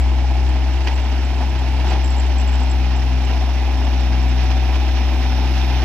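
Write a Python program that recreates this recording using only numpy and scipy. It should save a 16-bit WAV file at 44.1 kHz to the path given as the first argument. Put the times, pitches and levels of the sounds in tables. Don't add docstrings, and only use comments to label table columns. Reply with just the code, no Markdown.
import sys
import numpy as np
from scipy import signal
from scipy.fft import rfft, irfft, next_fast_len
from scipy.io import wavfile
from scipy.ndimage import uniform_filter1d

SR = 44100
rng = np.random.default_rng(int(sys.argv[2]) if len(sys.argv) > 2 else 0)


def unload_audio(sound):
    columns = np.transpose(np.atleast_2d(sound))
    steps = np.round(np.clip(columns, -1, 1) * 32767)
    wavfile.write(sys.argv[1], SR, steps.astype(np.int16))


def volts(x):
    e = np.asarray(x, float) / 20
    return 10 ** e


N = 257544
TIME = np.arange(N) / SR


def evened(x):
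    return x / np.sqrt(np.mean(x ** 2) + 1e-20)


def read(points, hz):
    f, value = np.transpose(points)
    return np.interp(np.log(hz + 1), np.log(f + 1), value)


def curve(table, index):
    columns = np.transpose(table)
    return np.interp(TIME, columns[0], columns[index])


def ramp(start_db, end_db):
    return start_db + (end_db - start_db) * TIME / TIME[-1]


def add(mix, s, sound):
    part = mix[round(s * SR):][:len(sound)]
    part += sound[:len(part)]


def drift(slow_hz, fast_hz):
    t = TIME[::256]
    waves = 0
    for f in np.geomspace(slow_hz, fast_hz, 20):
        waves = waves + np.sin(2 * np.pi * (f * t + rng.random())) / np.sqrt(f)
    return np.interp(TIME, t, evened(waves))


def coloured(x, spectrum):
    hz = np.fft.rfftfreq(N, 1 / SR)
    inside = (hz >= spectrum[0][0]) & (hz <= spectrum[-1][0])
    return evened(irfft(rfft(x) * volts(read(spectrum, hz)) * inside, N))


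# [t/s, firing rate f/Hz, level/dB]
ENGINE = [(0.0, 63.7, -13), (0.2, 63.8, -15), (0.5, 63.96, -14.5), (0.7, 64.5, -16), (1.0, 64.35, -16.5),
          (1.3, 64.75, -17), (1.6, 64.18, -17), (1.85, 64.5, -15.4), (2.5, 64.13, -14.5),
          (3.0, 62.9, -15.5), (3.2, 63.7, -15.5), (3.4, 63.55, -16), (3.75, 63.8, -15.8),
          (4.2, 62.25, -14.5), (4.5, 63.3, -14.5), (4.8, 64.14, -15), (5.3, 63.68, -15.6),
          (5.6, 64.06, -15.5)]
# [multiple, start level/dB, end level/dB, sway depth 0-1, crest t/s]
STRONG_ORDERS = [(2, -37.5, -35, 0.9, .38), (3, -45, -42.5, 0.83, 0.22), (4, -39.5, -35.5, 0.27, 0.16),
                 (5, -41.5, -50, 0.26, 0.61), (5.25, -45, -40, 0.06, 1.13), (9, -51.5, -47.5, 0.62, 1.16),
                 (12, -49.5, -39.5, 0.16, 0.8), (13, -43.5, -46.5, 0, .1)]
# [multiple, start level/dB, end level/dB]
WEAK_ORDERS = [(.5, -51, -56), (.75, -39, -41.5), (1.25, -53, -56), (1.5, -54.5, -42), (3.75, -49, -44),
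               (4.25, -53, -47.5), (6, -55, -57), (10, -47.5, -55.5), (11, -64, -45), (11.75, -62.5, -49),
               (12.75, -60, -61)]


def exhaust(firings):
    sway_s = 1.321
    sag_db_per_hz, free_hz = 1, 63.26
    burn_turns = .51
    lean_turns = .13

    hum_db = curve(ENGINE, index=2) + 0.13 * drift(3.3, 25.0)
    out = volts(hum_db) * np.cos(2 * np.pi * (firings + burn_turns))
    load_db = sag_db_per_hz * (free_hz - curve(ENGINE, index=1))
    for k, start_db, end_db, depth, crest_s in STRONG_ORDERS:
        sway = np.sqrt(1 + depth * np.cos(2 * np.pi * (TIME - crest_s) / sway_s))
        level_db = ramp(start_db, end_db) + load_db + .8 * drift(1.5, 15.0)
        offset = lean_turns + (k > 2.5) * rng.random()
        turns = k * (firings + burn_turns) + offset + .015 * drift(1.5, 12.0)
        out = out + volts(level_db) * sway * np.cos(2 * np.pi * turns)
    for k, start_db, end_db in WEAK_ORDERS:
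        level_db = ramp(start_db, end_db) + 1.6 * drift(.5, 6.0)
        turns = k * firings + rng.random() + .03 * drift(1.5, 12.0)
        out = out + volts(level_db) * np.cos(2 * np.pi * turns)
    return np.sqrt(2) * out


# [t/s, effort level/dB]
LOAD = [(0.0, -1), (.6, -.5), (1.1, 1), (1.45, 0.5), (1.8, 1.5), (2.3, 0.5), (2.8, -2), (3.3, 0.5),
        (4.3, -2), (4.7, -1.5), (5.4, 0.4), (5.84, 3)]
# [t/s, length t/s, dull level/dB, sharp level/dB]
JOLTS = [(0.878, 0.023, 3, 4), (.91, 0.044, 2, 2), (1.416, 0.02, 4, 4), (1.876, 0.027, 4, 3.5),
         (1.928, 0.068, 4, 3), (1.965, 0.024, 7, -2.5), (2.55, 0.059, -1, 2), (2.633, 0.041, 2.5, 0.5),
         (3.33, 0.051, 3, 0.5), (3.67, 0.049, 1.5, -0.5), (3.8, .1, 3.5, -1.5), (4.404, 0.048, 3, 2.5),
         (4.515, 0.023, -2, 4.5), (4.68, .12, 2, 0), (4.757, 0.024, 1.5, 3), (5.562, 0.16, -4, 1.5)]
# [start level/dB, end level/dB, share of the effort, share of a dull jolt, share of a sharp jolt]
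LAYERS = [(-37, -36, 0.77, 1.07, 0.22), (-35, -33.5, .4, 0.75, 0.5), (-38, -34.5, .4, .1, 0.99),
          (-61.5, -59.5, .9, 0.02, .5)]


def layer_db(index):
    start_db, end_db, effort, dull, sharp = LAYERS[index]
    t = TIME[::32]
    jolts = 0
    for s, length, dull_db, sharp_db in JOLTS:
        swell = np.exp(-.5 * ((t - s) / (length / 2)) ** 2)
        jolts = jolts + (dull * dull_db + sharp * sharp_db) * swell
    return ramp(start_db, end_db) + effort * curve(LOAD, index=1) + np.interp(TIME, t, jolts)


# [level/dB, one per cylinder]
CYLINDERS = [(-3.5, -2, 0, -1), (-1.5, 1, -3, -2), (-1, 0, -1, -1.1), (0, 1, -3, 0.5)]


def machine_noise(firings, index, spectrum, puff, fade, lag, uneven_db, extra_db):
    turn = firings - lag
    burn = np.floor(turn).astype(int) + 2
    size_db = np.array(CYLINDERS[index])[burn % 4] + uneven_db * rng.standard_normal(500)[burn]
    puffs = 1 + puff * np.exp(-(turn % 1) / fade)
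    gate = volts(uniform_filter1d(size_db, 100)) * puffs * volts(extra_db)
    return volts(layer_db(index)) * coloured(evened(gate) * rng.standard_normal((2, N)), spectrum)


# [f/Hz, level/dB per Hz]
RUMBLE = [(105, 0), (125, -6), (165, -8), (215, -2), (250, -2.5), (292, -2), (335, -3.5), (400, -5.5),
          (470, -15.5), (520, -11.5)]


def rumble(firings, shake):
    return machine_noise(firings, index=0, spectrum=RUMBLE, puff=0.57, fade=0.2, lag=0.14,
                         uneven_db=-0.5, extra_db=0.1 * shake)


# [f/Hz, level/dB per Hz]
ROAR = [(270, -8.5), (460, -12), (482, -10), (560, -10.5), (604, -4.5), (769, 0), (883, -1), (1020, -6),
        (1120, -16), (1250, -21), (1620, -46), (2750, -120)]


def roar(firings, shake, loose):
    return machine_noise(firings, index=1, spectrum=ROAR, puff=0.57, fade=0.75, lag=.4,
                         uneven_db=1.0, extra_db=.5 * shake + 0.55 * loose)


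# [f/Hz, level/dB per Hz]
CLATTER = [(1000, 0), (1080, -3.5), (1300, -0.5), (2000, 0.5), (2300, -2), (2760, -0.5), (3210, -4),
           (3700, -7), (4600, -7.5), (5500, -9), (6000, -12), (6660, -17), (7740, -25), (8600, -32)]


def clatter(firings, shake, loose):
    return machine_noise(firings, index=2, spectrum=CLATTER, puff=0.17, fade=0.1, lag=.6,
                         uneven_db=0.95, extra_db=0.043 * shake + 0.92 * loose)


# [f/Hz, level/dB per Hz]
HISS = [(4710, -37), (8000, -21), (8620, -6), (9410, 1), (11900, -2), (15500, -5)]


def hiss(firings, shake, loose):
    return machine_noise(firings, index=3, spectrum=HISS, puff=0.37, fade=.2, lag=.6,
                         uneven_db=0.4, extra_db=.15 * shake + .7 * loose)


def grit(per_s, fade_s):
    hits = rng.random(N) * (rng.random(N) < per_s / SR)
    return signal.lfilter([1], [1, -np.exp(-1 / (fade_s * SR))], hits)


# [f/Hz, width f/Hz, start level/dB, end level/dB]
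WHINES = [(2256, 91, -51, -61), (2450, 280, -54, -44.5), (3610, 400, -61, -47), (5260, 250, -58, -49.5),
          (5770, 109, -62, -52), (7360, 1070, -57, -60), (11050, 60, -79, -76), (11450, 1100, -71, -62),
          (12700, 2400, -79, -64)]


def whines():
    hz, out = np.fft.rfftfreq(N, 1 / SR), np.zeros((2, N))
    white = rfft(rng.standard_normal((2, N)))
    for f, width, start_db, end_db in WHINES:
        band = evened(irfft(white / (1 + (2 * (hz - f) / width) ** 2), N))
        out += volts(ramp(start_db, end_db) + 1.5 * drift(2.1, 20.0)) * band
    return out


# [f/Hz, level/dB per Hz]
GROUND = [(15, -11), (30, -12), (45, -7), (70, 13.5), (95, 15.5), (115, -12), (150, -34)]


def ground():
    return volts(-38.5) * coloured(rng.standard_normal((2, N)), GROUND)


# [t/s, length t/s, first level/dB, last level/dB]
SQUEAKS = [(0.001, .016, -44, -56), (0.49, 0, -52, -52), (0.732, 0, -51, -50), (0.841, 0, -49, -46),
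           (0.939, .016, -50, -48), (0.998, .016, -54, -50), (1.043, 0, -52, -51.5), (1.247, 0, -47, -45),
           (1.494, 0, -52, -50), (1.589, 0, -50, -49), (1.884, .016, -50, -43), (2.041, .031, -38, -48),
           (2.102, .016, -42, -48), (2.165, .031, -47, -37.5), (2.26, 0, -49, -45), (2.381, .031, -41, -45),
           (2.474, .016, -42, -46), (2.521, .031, -51, -47), (2.6, 0, -48, -47), (2.63, 0, -46, -45),
           (2.695, .016, -46, -40.5), (2.961, 0, -46, -45), (3.249, 0, -45, -45), (3.844, 0, -49, -49),
           (4.003, 0, -50, -53), (4.225, 0, -52, -45), (4.29, 0, -49, -47), (4.436, 0, -52, -51)]


def squeaks():
    slip_s = .0155
    joint_hz, spread_hz = 7410, 110
    out, t = np.zeros(N), np.arange(1200) / SR
    shape = 3.2 * (1 - np.exp(-t / .003)) ** 2 * np.exp(-t / .0037)
    for s, length, first_db, last_db in SQUEAKS:
        slips = round(length / slip_s) + 1
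        for i, db in enumerate(np.linspace(first_db, last_db, slips)):
            bend, split, turn = rng.random(3)
            low_hz = joint_hz + spread_hz * (2 * bend - 1)
            high_hz = low_hz + 170 + 90 * split
            pair = np.sin(2 * np.pi * low_hz * t) + .8 * np.sin(2 * np.pi * (high_hz * t + turn))
            add(out, s + i * slip_s, volts(db) * shape * pair)
    return out


# [t/s, length t/s, from f/Hz, to f/Hz, level/dB]
TWITTER = [
    (.355, .045, 11500, 12750, -70),
    (0.431, .05, 12600, 12900, -69),
    (.49, .06, 11500, 11100, -68),
    (.545, .035, 13000, 12300, -69),
]


def twitter():
    glide_share = .55
    out = np.zeros(N)
    for s, length, from_hz, to_hz, db in TWITTER:
        t = np.arange(0, length, 1 / SR)
        hz = from_hz + (to_hz - from_hz) * np.minimum(t / (glide_share * length), 1)
        note = np.sin(2 * np.pi * np.cumsum(hz) / SR)
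        add(out, s, volts(db) * note * signal.windows.tukey(len(t), .3))
    return out


# [t/s, peak level/dB]
CLINKS = [
    (0.8737, -22),
    (1.9081, -28),
]
# [f/Hz, width f/Hz, level/dB]
DRUM = [(970, 50, -1), (1610, 50, -6), (1930, 35, -3), (2250, 50, -1.5), (2500, 45, 1.5), (2720, 70, -2.5),
        (4060, 45, -11), (4680, 60, -2), (5970, 50, -16)]


def clinks():
    out, t, white = np.zeros(N), np.arange(3000) / SR, rng.standard_normal(N)
    crack, tick = coloured(white, CLATTER)[:len(t)], coloured(white, HISS)[:len(t)]
    for s, db in CLINKS:
        hit = (.3 * np.exp(-t / 0.0087) + 1.3 * np.exp(-t / .0012)) * crack
        hit = hit + 0.079 * np.exp(-t / 0.0036) * tick
        for f, width, mode_db in DRUM:
            hit = hit + volts(mode_db) * np.exp(-np.pi * width * t) * np.sin(2 * np.pi * (f * t + rng.random()))
        hit = hit * (1 - np.exp(-t / 0.0002))
        add(out, s, volts(db - 4.0) * hit)
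        add(out, s + 0.0099, volts(db - 11.0) * hit)
    return out


# [f/Hz, likeness 0-1]
LIKENESS = [(30, 0.93), (400, 0.96), (520, 0.83), (800, 1), (1200, 0.82), (2000, 0.92), (3000, 0.85),
            (4300, 0.68), (5000, 0.46), (6200, 0.8), (8300, 0.41), (10000, 0.19), (12000, 0.39),
            (15000, .42)]
# [f/Hz, level/dB]
LEFT_DB = [(40, 3), (125, 1.5), (400, 0), (900, -0.5), (1400, 2), (1900, -2.5), (2700, -12), (3800, -12),
           (5000, -10), (5700, -10), (7800, 2.5), (10500, -2.5), (13000, -12), (15500, 8)]
# [f/Hz, phase/radians]
LEFT_LEADS = [(40, -0.42), (75, -0.42), (125, -0.25), (400, -0.1), (1200, -0.06), (2150, 0.6), (3790, 1.32),
              (5000, 2.5), (5940, 1.5), (7500, 2), (9900, 10), (11500, -5.5), (13000, 9), (15200, 18)]


def ports(direct, scattered):
    size = next_fast_len(N + 8192)
    hz, edge = np.fft.rfftfreq(size, 1 / SR), (size - N) // 2
    a, b = rfft(np.pad([direct, scattered], [(0, 0), (edge, size - N - edge)], "reflect"))
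    same = read(LIKENESS, hz)
    half = volts(read(LEFT_DB, hz) / 2) * np.exp(.5j * read(LEFT_LEADS, hz))
    left = a * half
    right = (same * a + np.sqrt(1 - same ** 2) * b) / half
    return irfft(np.array([left, right]), size)[:, edge:edge + N]


def scene():
    firings = np.cumsum(curve(ENGINE, index=1)) / SR
    shake, loose = drift(2.5, 40.0), grit(per_s=55.0, fade_s=0.0079)
    noise = rumble(firings, shake) + roar(firings, shake, loose)
    noise += clatter(firings, shake, loose) + hiss(firings, shake, loose)
    direct, scattered = noise + whines() + ground()
    machine = ports(direct + exhaust(firings), scattered)

    joint = squeaks()
    early_joint = (np.roll(joint, -1) + np.roll(joint, -2)) / 2
    short = volts([[9.0], [11.0]]) * np.array([joint, early_joint])
    short += volts([[4.0], [-8.0]]) * twitter()
    short += volts([[-3.0], [2.5]]) * clinks()
    return machine + short


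def roll_off(x):
    return signal.sosfilt(signal.butter(12, 15610, fs=SR, output="sos"), x)


def record(dry):
    return roll_off(dry)


dry = scene()
out = record(dry)
unload_audio(out)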